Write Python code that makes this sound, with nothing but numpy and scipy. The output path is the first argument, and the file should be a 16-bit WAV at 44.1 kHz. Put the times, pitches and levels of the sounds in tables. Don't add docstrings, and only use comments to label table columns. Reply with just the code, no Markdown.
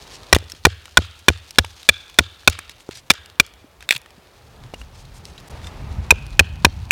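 import sys
import numpy as np
from scipy import signal
from scipy.io import wavfile

SR = 44100
rng = np.random.default_rng(int(sys.argv[2]) if len(sys.argv) > 2 else 0)


def voltage_ratio(decibels):
    exponent = np.asarray(decibels, float) / 20
    return 10 ** exponent


def master_out(mix):
    frames = np.transpose(np.atleast_2d(mix))
    ceiling = np.clip(frames, -1, 1)
    pcm = np.round(ceiling * 32767).astype(np.int16)
    wavfile.write(sys.argv[1], SR, pcm)


N = 304731
GAP_START_S, GAP_END_S = 5.489, 5.496


def rms_one(x):
    return x / np.sqrt(np.mean(x ** 2) + 1e-20)


def in_time(rows):
    s, *columns = np.transpose(rows)
    return [np.interp(np.arange(N) / SR, s, c) for c in columns]


def at_hz(points, hz, column=1):
    table = np.array(points)
    return np.interp(np.log(hz), np.log(table[:, 0]), table[:, column])


def add(track, s, sound):
    i = round(s * SR)
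    track[i:i + len(sound)] += sound[:max(N - i, 0)]


def bandpass(x, order, low_hz, high_hz):
    return signal.sosfilt(signal.butter(order, [low_hz, high_hz], "band", fs=SR, output="sos"), x)


def drift(rate):
    r = np.exp(-80 * np.pi * rate / SR)
    slow = signal.lfilter([1], [1, -2 * r, r * r], rng.standard_normal(N // 40 + 2002))[2000:]
    return np.interp(np.arange(N) / 40, np.arange(len(slow)), rms_one(slow))


def ring(force, hz, t60):
    r = voltage_ratio(-60 / (max(t60, .001) * SR))
    w = 2 * np.pi * hz / SR
    return signal.lfilter([0, np.sin(w)], [1, -2 * r * np.cos(w), r * r], force + 1e-18)


def bands(low_hz, high_hz, white):
    edges = low_hz * 2 ** np.arange(0, np.log2(high_hz / low_hz), .5)
    for k, (low, high) in enumerate(zip(edges, edges[1:])):
        yield np.sqrt(low * high), bandpass(white[k % 2], 2, low, high)


def coloured(spectrum, white, patchy_db, rate):
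    low_hz, high_hz = spectrum[0][0], min(spectrum[-1][0] * 1.4, 19000)
    total = 0
    for hz, x in bands(low_hz, high_hz, white):
        total = total + voltage_ratio(at_hz(spectrum, hz) + patchy_db * drift(rate)) * x
    return rms_one(total)


# t/s, near level/dB, far level/dB
BREEZE = [(0, -46.5, -46), (.35, -48, -45.5), (.6, -51.5, -56.5), (1.4, -56.5, -55), (2.4, -56.5, -53.5),
          (3.5, -55.5, -53.5), (4.3, -54.5, -51.5), (4.65, -41.5, -49), (5.0, -41.5, -52), (5.49, -44, -45),
          (5.5, -34, -42), (5.72, -30.5, -43.5), (5.94, -27, -45), (6.2, -33, -46.5), (6.91, -31.5, -66)]
# f/Hz, level per Hz/dB
WIND = [(12, -47.5), (20, -5), (39, 4.5), (80, 4.5), (173, -11), (228, -18), (400, -34), (520, -47.5),
        (880, -120)]
# f/Hz, level per Hz/dB
HUM = [(59, -18), (100, -12.5), (224, -12), (335, -5), (492, -6), (970, -7.5), (1250, -11.5), (4020, -20),
       (15000, -38.5), (16000, -36)]
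# f/Hz, level per Hz/dB
GUST = [(88, -27), (150, 0), (404, -20.5), (835, -10), (935, -9.5), (1380, -21.5), (3000, -16.5),
        (3900, -61), (6600, -120)]


def air():
    wind_db, hum_db = in_time(BREEZE)
    gust_db = -59.5 + 0.85 * (wind_db + 50)
    wind = coloured(WIND, rng.standard_normal((2, N)), patchy_db=4.5, rate=8)
    hum = coloured(HUM, rng.standard_normal((2, N)), patchy_db=.7, rate=6)
    gust = coloured(GUST, rng.standard_normal((2, N)), patchy_db=.8, rate=8)
    return voltage_ratio(wind_db + 0.7) * wind + voltage_ratio(hum_db - 2.0) * hum + voltage_ratio(gust_db - 4.0) * gust


# t/s, level/dB
SLEEVE = [(0, -53), (.3, -51.5), (.5, -58.5), (1.9, -54.5), (2.7, -59), (3.4, -70), (4.9, -62), (5.46, -60),
          (5.93, -61), (6.91, -56.5)]
# f/Hz, level per Hz/dB
CLOTH = [(590, -38.5), (1000, -8.5), (2470, -8.5), (2910, -3), (3500, -5), (5070, 2.5), (5380, -7),
         (16000, -27)]


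def sleeves():
    rustle_db, = in_time(SLEEVE)
    born = rng.random((2, N)) < 5000.0 * voltage_ratio(5.0 * drift(25)) / SR
    sizes_db = 4.4 * np.minimum(rng.exponential(1, (2, N)), 5)
    grains = born * rng.standard_normal((2, N)) * voltage_ratio(sizes_db)
    cloth = coloured(CLOTH, grains, patchy_db=-0.5, rate=4)
    top = signal.sosfilt(signal.butter(1, 6000, "high", fs=SR, output="sos"), cloth)
    return voltage_ratio(rustle_db + 2.5) * (cloth + (voltage_ratio(5) - 1) * top)


# t/s, length/s, level/dB, centre f/Hz
BRUSHES = [(0.12, 0.055, -41.5, 5170), (0.494, 0.024, -45, 6000), (2.702, 0.021, -47, 4970),
           (2.788, 0.046, -55, 8040), (2.909, 0.029, -42, 4080), (2.938, 0.068, -42.5, 5500),
           (3.803, 0.055, -51, 3500), (3.829, 0.011, -65, 8250), (3.929, 0.033, -41, 7130),
           (4.774, 0.056, -52, 6780), (4.942, 0.028, -51, 5030), (4.968, 0.0654, -51.5, 6000),
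           (5.138, 0.053, -50, 7900), (5.237, 0.084, -52.5, 6000), (5.377, 0.021, -50, 4000),
           (5.474, 0.012, -47, 9000), (5.5, 0.018, -46.5, 8000), (5.625, 0.074, -48.5, 5600)]


def brushes():
    out = np.zeros(N)
    for s, length, db, hz in BRUSHES:
        born = rng.random(6000) < .3
        sizes_db = 2.0 * np.minimum(rng.exponential(1, 6000), 4)
        grains = rng.standard_normal(6000) * voltage_ratio(sizes_db) * born
        rub = bandpass(grains, 2, hz / 3.1, min(hz * 1.45, 18000))
        whistle = ring(grains, hz * .9, .02) + ring(grains, hz * 1.07, .02)
        sound = rms_one(rub) + 0.32 * rms_one(whistle)
        size = min(round(length * SR), 6000)
        add(out, s, voltage_ratio(db) * sound[:size] * np.hanning(size) ** 0.25)
    return out


# f/Hz, level/dB, t60/s
BATON = [(1055, -2, 0.0048), (1490, -11, .021), (2389, -4, 0.018), (3510, -1, 0.01)]
# f/Hz, level/dB, t60/s
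SECOND_BATON = [(958, -3, 0.017), (1585, -0.18, 0.028), (2492, -0.17, 0.018), (3650, -1.4, .023)]


def baton_ring(force, s, mode_db):
    sound = np.zeros(len(force))
    baton = BATON if s < GAP_START_S else SECOND_BATON
    for (hz, db, t60), own_db in zip(baton, mode_db):
        pair = ring(force, hz, t60) + voltage_ratio(-5) * ring(force, hz * 1.045, .7 * t60)
        sound += voltage_ratio(db + own_db) * pair
    return sound


# f/Hz, level/dB
LOG = [(330, -35), (620, -32), (1150, -24.5), (1750, -13), (2050, -15), (2900, -19.5), (3150, -26),
       (4000, -19), (4500, -33), (5000, -26), (5600, -20), (6700, -28.5), (8400, -39)]


def log_ring(force, firm_db):
    sound = np.zeros(len(force))
    strengths, shifts = rng.standard_normal((2, len(LOG)))
    for (hz, db), strength, shift in zip(LOG, strengths, shifts):
        sound += voltage_ratio(db + 2 * strength + firm_db + 4.5) * ring(force, hz * (1 + 0.035 * shift), .013)
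    return sound


# f/Hz, level/dB, t60/s, delay/s
GROUND = [
    (72.6, 12, 0.095, 0.008),
    (75.6, -11, 0.49, 0.033),
    (95.3, -1.5, 0.29, 0.0064),
]


def ground_thump(thump, s, thump_db):
    t = np.arange(SR // 2) / SR
    for k, (hz, db, t60, delay) in enumerate(GROUND):
        sign = (-1) ** (k // 2)
        add(thump, s + delay, sign * voltage_ratio(thump_db + db - 60 * t / t60) * np.sin(2 * np.pi * hz * t))


# t/s, level/dB of the second, third and fourth baton modes, ground thump level/dB
BLOWS = [(0.3277, -10, -11.5, -11.5, -18.5), (0.6514, 0, -4.5, -6.5, -18.5), (0.9714, 2.5, -7, 1, -20),
         (1.2832, 0, -7.5, -5, -20), (1.5847, -19.5, -16, -4, -22.5), (1.8893, -22, -1, 2.5, -34),
         (2.1874, -6, -4.5, -4, -24.5), (2.4755, -3, 5, -2.5, -25), (3.1029, -5, -8.5, -3, -43),
         (3.3986, -16, -7, -9, -41.5), (6.1065, -21.5, -1.5, -16, -22), (6.3935, -25, -1, -20, -19.5),
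         (6.6475, -23, -10, -14, -21), (6.9082, -11, 3, -4.5, -38)]


def blows():
    knock, cracks, thump = np.zeros((3, N))
    t = np.arange(4096) / SR
    grip = np.exp(-(t / 0.011) ** 2)
    for s, *baton_db, thump_db in BLOWS:
        firm_db = 0.39 * (thump_db + 20)
        force = voltage_ratio(-10) * rng.standard_normal(len(t)) * np.exp(-t / .002) * 0.34
        force[0] = -1
        sound = baton_ring(force, s, [firm_db - 10, *baton_db]) + log_ring(force, firm_db)
        add(knock, s, voltage_ratio(23) * grip * sound)
        crack = bandpass(rng.standard_normal(len(t)), 1, 650, 4500)
        splinter = voltage_ratio(-10 - 60 * t / 0.032)
        add(cracks, s, crack * (voltage_ratio(11 - 60 * t / .016) + splinter))
        crunch = bandpass(rng.standard_normal(len(t)), 2, 130, 650)
        add(thump, s + 0.005, voltage_ratio(firm_db - 6 - 60 * t / .06) * crunch)
        ground_thump(thump, s, thump_db)
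    return knock, cracks, thump


# f/Hz, level/dB, t60/s
WOODS = [(500, -48.5, .5), (1000, -45, 0.23), (1500, -33.5, 0.82), (2540, -41.5, 1), (3500, -26, 0.62),
         (4600, -35, 0.17), (6000, -38, 0.27), (11000, -73, 0.87)]
# delay t/s, level over the wash/dB
NEAR_TRUNKS = [
    (0.051, 8),
    (0.069, 2),
    (.077, 7.5),
    (.112, 3),
]


def woods(x):
    t = np.arange(round(1.2 * SR)) / SR
    swell = 1 - np.exp(-np.maximum(t - .02, 0) / .012)
    near_db = sum(db * np.exp(-((t - delay) / .003) ** 2) for delay, db in NEAR_TRUNKS)
    trunks = rng.standard_normal((2, len(t))) * voltage_ratio(near_db)
    echo = np.zeros(len(t))
    for hz, band in bands(320, 16000, trunks):
        echo += voltage_ratio(at_hz(WOODS, hz) - 60 * t / at_hz(WOODS, hz, column=2)) * band
    return signal.fftconvolve(x, voltage_ratio(-22.0) * swell * echo)[:N]


# t/s, peak level/dB, pitch f/Hz
SNAPS = [(.3486, -2.5, 3946), (.3554, -7.5, 3690), (.3635, -10, 2060), (.386, -24, 5230), (.499, -25, 5100),
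         (.5192, -17.5, 5510), (.5501, -32, 3200), (.856, -26.5, 3810), (.8804, -36, 1550),
         (1.508, -22, 6120), (1.5584, -29.5, 3490), (1.6477, -20.5, 2975), (1.8309, -24.5, 3870),
         (2.0981, -29.5, 3720), (2.143, -31, 3645), (2.4334, -35, 1800), (2.4986, -15, 6990),
         (2.5301, -23.5, 3530), (2.59, -18, 2516), (2.5895, -18.5, 9000), (2.6955, -23, 3890),
         (2.8055, -33.5, 3420), (2.911, -27.5, 4240), (2.9234, -35.5, 4240), (2.9554, -27.5, 5100),
         (2.9724, -28, 5910)]
# t/s, peak level/dB, pitch f/Hz
TICKS = [(1.054, -38, 7830), (1.192, -35, 8070), (3.26, -27.5, 4500), (3.3, -29.5, 3940),
         (3.465, -26.5, 8400), (3.538, -35, 6000), (3.979, -25.5, 11000), (4.0168, -32.5, 7120),
         (4.638, -34, 2520), (5.2543, -22, 6000), (5.336, -43.5, 7000), (5.402, -38, 7470),
         (5.552, -42, 5500), (6.266, -30, 6360), (6.306, -34, 4900)]
# t/s, peak level/dB, pitch f/Hz
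TEARS = [
    (3.1008, -2.5, 3500),
    (3.1138, -0.5, 3630),
    (3.1267, -34.5, 4010),
    (3.1373, -22, 7300),
    (3.1416, -29.5, 1500),
    (3.8073, -30.5, 3720),
    (3.8258, -28.5, 2650),
    (4.0604, -33, 1823),
    (4.1061, -34, 3480),
]
# t/s, peak level/dB, pitch f/Hz
PINGS = [
    (4.7416, -22.5, 2830),
    (4.815, -27.5, 2870),
    (5.0523, -36, 4210),
    (5.3793, -30, 3890),
    (5.6447, -28.5, 3620),
    (5.6698, -26, 3600),
]


def snaps():
    out, t = np.zeros(N), np.arange(3000) / SR
    # rows, t60/s, share that rings at the pitch 0-1
    kinds = [(SNAPS, 0.016, .25), (TEARS, .014, .2), (TICKS, 0.0089, .15), (PINGS, 0.022, .4)]
    for rows, t60, share in kinds:
        for s, peak_db, hz in rows:
            burst = rng.standard_normal(len(t)) * voltage_ratio(-60 * t / t60)
            burst[0] = 2.1
            bright = bandpass(burst, 1, hz * 0.35, min(hz * 1.5, 16000))
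            tone = ring(burst * voltage_ratio(-40 * t / t60), hz, t60)
            sound = (1 - share) * bright / abs(bright).max() + share * tone / abs(tone).max()
            add(out, s - .0003, voltage_ratio(peak_db + 2.5) * sound)
    return out


# t/s, peak level/dB, pitch f/Hz, t60/s
KNOCKS = [(0.3641, 3, 435, 0.0053), (.668, 5.5, 330, 0.004), (0.6706, -8, 500, 0.011),
          (0.989, -6.5, 227, 0.0085), (1.019, -26.5, 400, 0.0065), (.425, -32.5, 443, 0.015),
          (.535, -32.5, 306, .015), (2.2065, -12.5, 289, 0.0097), (1.302, -5, 303, 0.0065),
          (1.645, -23.5, 910, 0.017), (2.89, -16, 390, 0.014), (3.117, -29, 316, 0.012),
          (3.643, -37.5, 280, 0.04), (3.955, -33, 130, 0.071), (3.929, -38, 610, 0.023),
          (4.18, -38, 192.3, 0.036), (4.738, -16, 636, 0.005), (6.123, -8, 473, 0.013),
          (6.408, -2, 500, 0.0035), (6.666, -9.5, 417, 0.0076)]


def knocks():
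    out, t = np.zeros(N), np.arange(4000) / SR
    push = np.zeros(4000)
    push[:16] = np.hanning(16) / 8
    for s, peak_db, hz, t60 in KNOCKS:
        grit = signal.lfilter([.15], [1, -.85], rng.standard_normal(4000)) * voltage_ratio(-60 * t / t60)
        add(out, s, voltage_ratio(peak_db + 2.0) * (ring(push, hz, t60) + 0.45 * grit))
    return out


# t/s, peak level/dB, length/s
SPLIT = [(3.89, -4, 0.0031), (3.899, -27, 0.0075), (3.9066, -24, .002), (3.908, 6, .002),
         (3.912, -9, .0025), (3.917, -14.5, .0015), (3.9225, -11, 0.0012), (3.9242, -5.5, .002),
         (3.9286, -12.5, .002), (3.935, -24.5, 0.0089), (3.949, -18.5, 0.0061), (3.962, -13, 0.0067)]
# f/Hz, level/dB, t60/s
HALVES = [(1900, -5, .005), (2500, 2, .007), (3450, -2, .006), (4100, -12, .004), (7000, -17, .002)]


def split():
    out, t = np.zeros(N), np.arange(1500) / SR
    for s, peak_db, length in SPLIT:
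        swell = np.minimum(t / (12.0 * length ** 2), 1)
        force = rng.standard_normal(len(t)) * swell * np.exp(-(t / length) ** 3)
        force[0] = -.006 / length
        sound = np.zeros(len(t))
        for hz, db, t60 in HALVES:
            shift = .025 * rng.standard_normal()
            sound += voltage_ratio(db) * ring(force, hz * (1 + shift), t60)
        sound = np.diff(sound, prepend=0)
        grit = signal.lfilter([.2, 0, -.2], [1, -.5, .3], force)
        add(out, s, voltage_ratio(peak_db) * (sound / abs(sound).max() + voltage_ratio(-16) * grit))
    return out


def scene():
    background = air() + sleeves() + brushes()
    knock, cracks, thump = blows()
    small = snaps() + knocks()
    tear = split()
    edges = np.zeros(N)
    starts = [round(row[0] * SR) for row in BLOWS]
    edges[starts] = voltage_ratio(np.array(BLOWS)[:, 1:4].mean(axis=1) + 31.0)
    echo = woods(voltage_ratio(-13) * np.diff(knock, prepend=0) + edges + small + tear / 3)
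    return (knock + cracks + small + tear + echo + thump + background)[None]


def top_cut(x):
    return signal.sosfilt(signal.butter(12, 16760, fs=SR, output="sos"), x)


def record(dry):
    t = np.arange(N) / SR
    hiss = voltage_ratio(-64) * np.diff(rng.standard_normal(N + 1))
    x = np.clip(dry + hiss, -1.05, 1.05)
    x = signal.sosfilt(signal.butter(1, 11000, fs=SR, output="sos"), x)
    x = signal.sosfilt(signal.butter(2, 44.3, "high", fs=SR, output="sos"), x)
    outside_gap_s = np.maximum(GAP_START_S - t, t - GAP_END_S)
    x = x * np.clip(outside_gap_s / 0.0012, 0, 1)
    return top_cut(x)


dry = scene()
out = record(dry)
master_out(out)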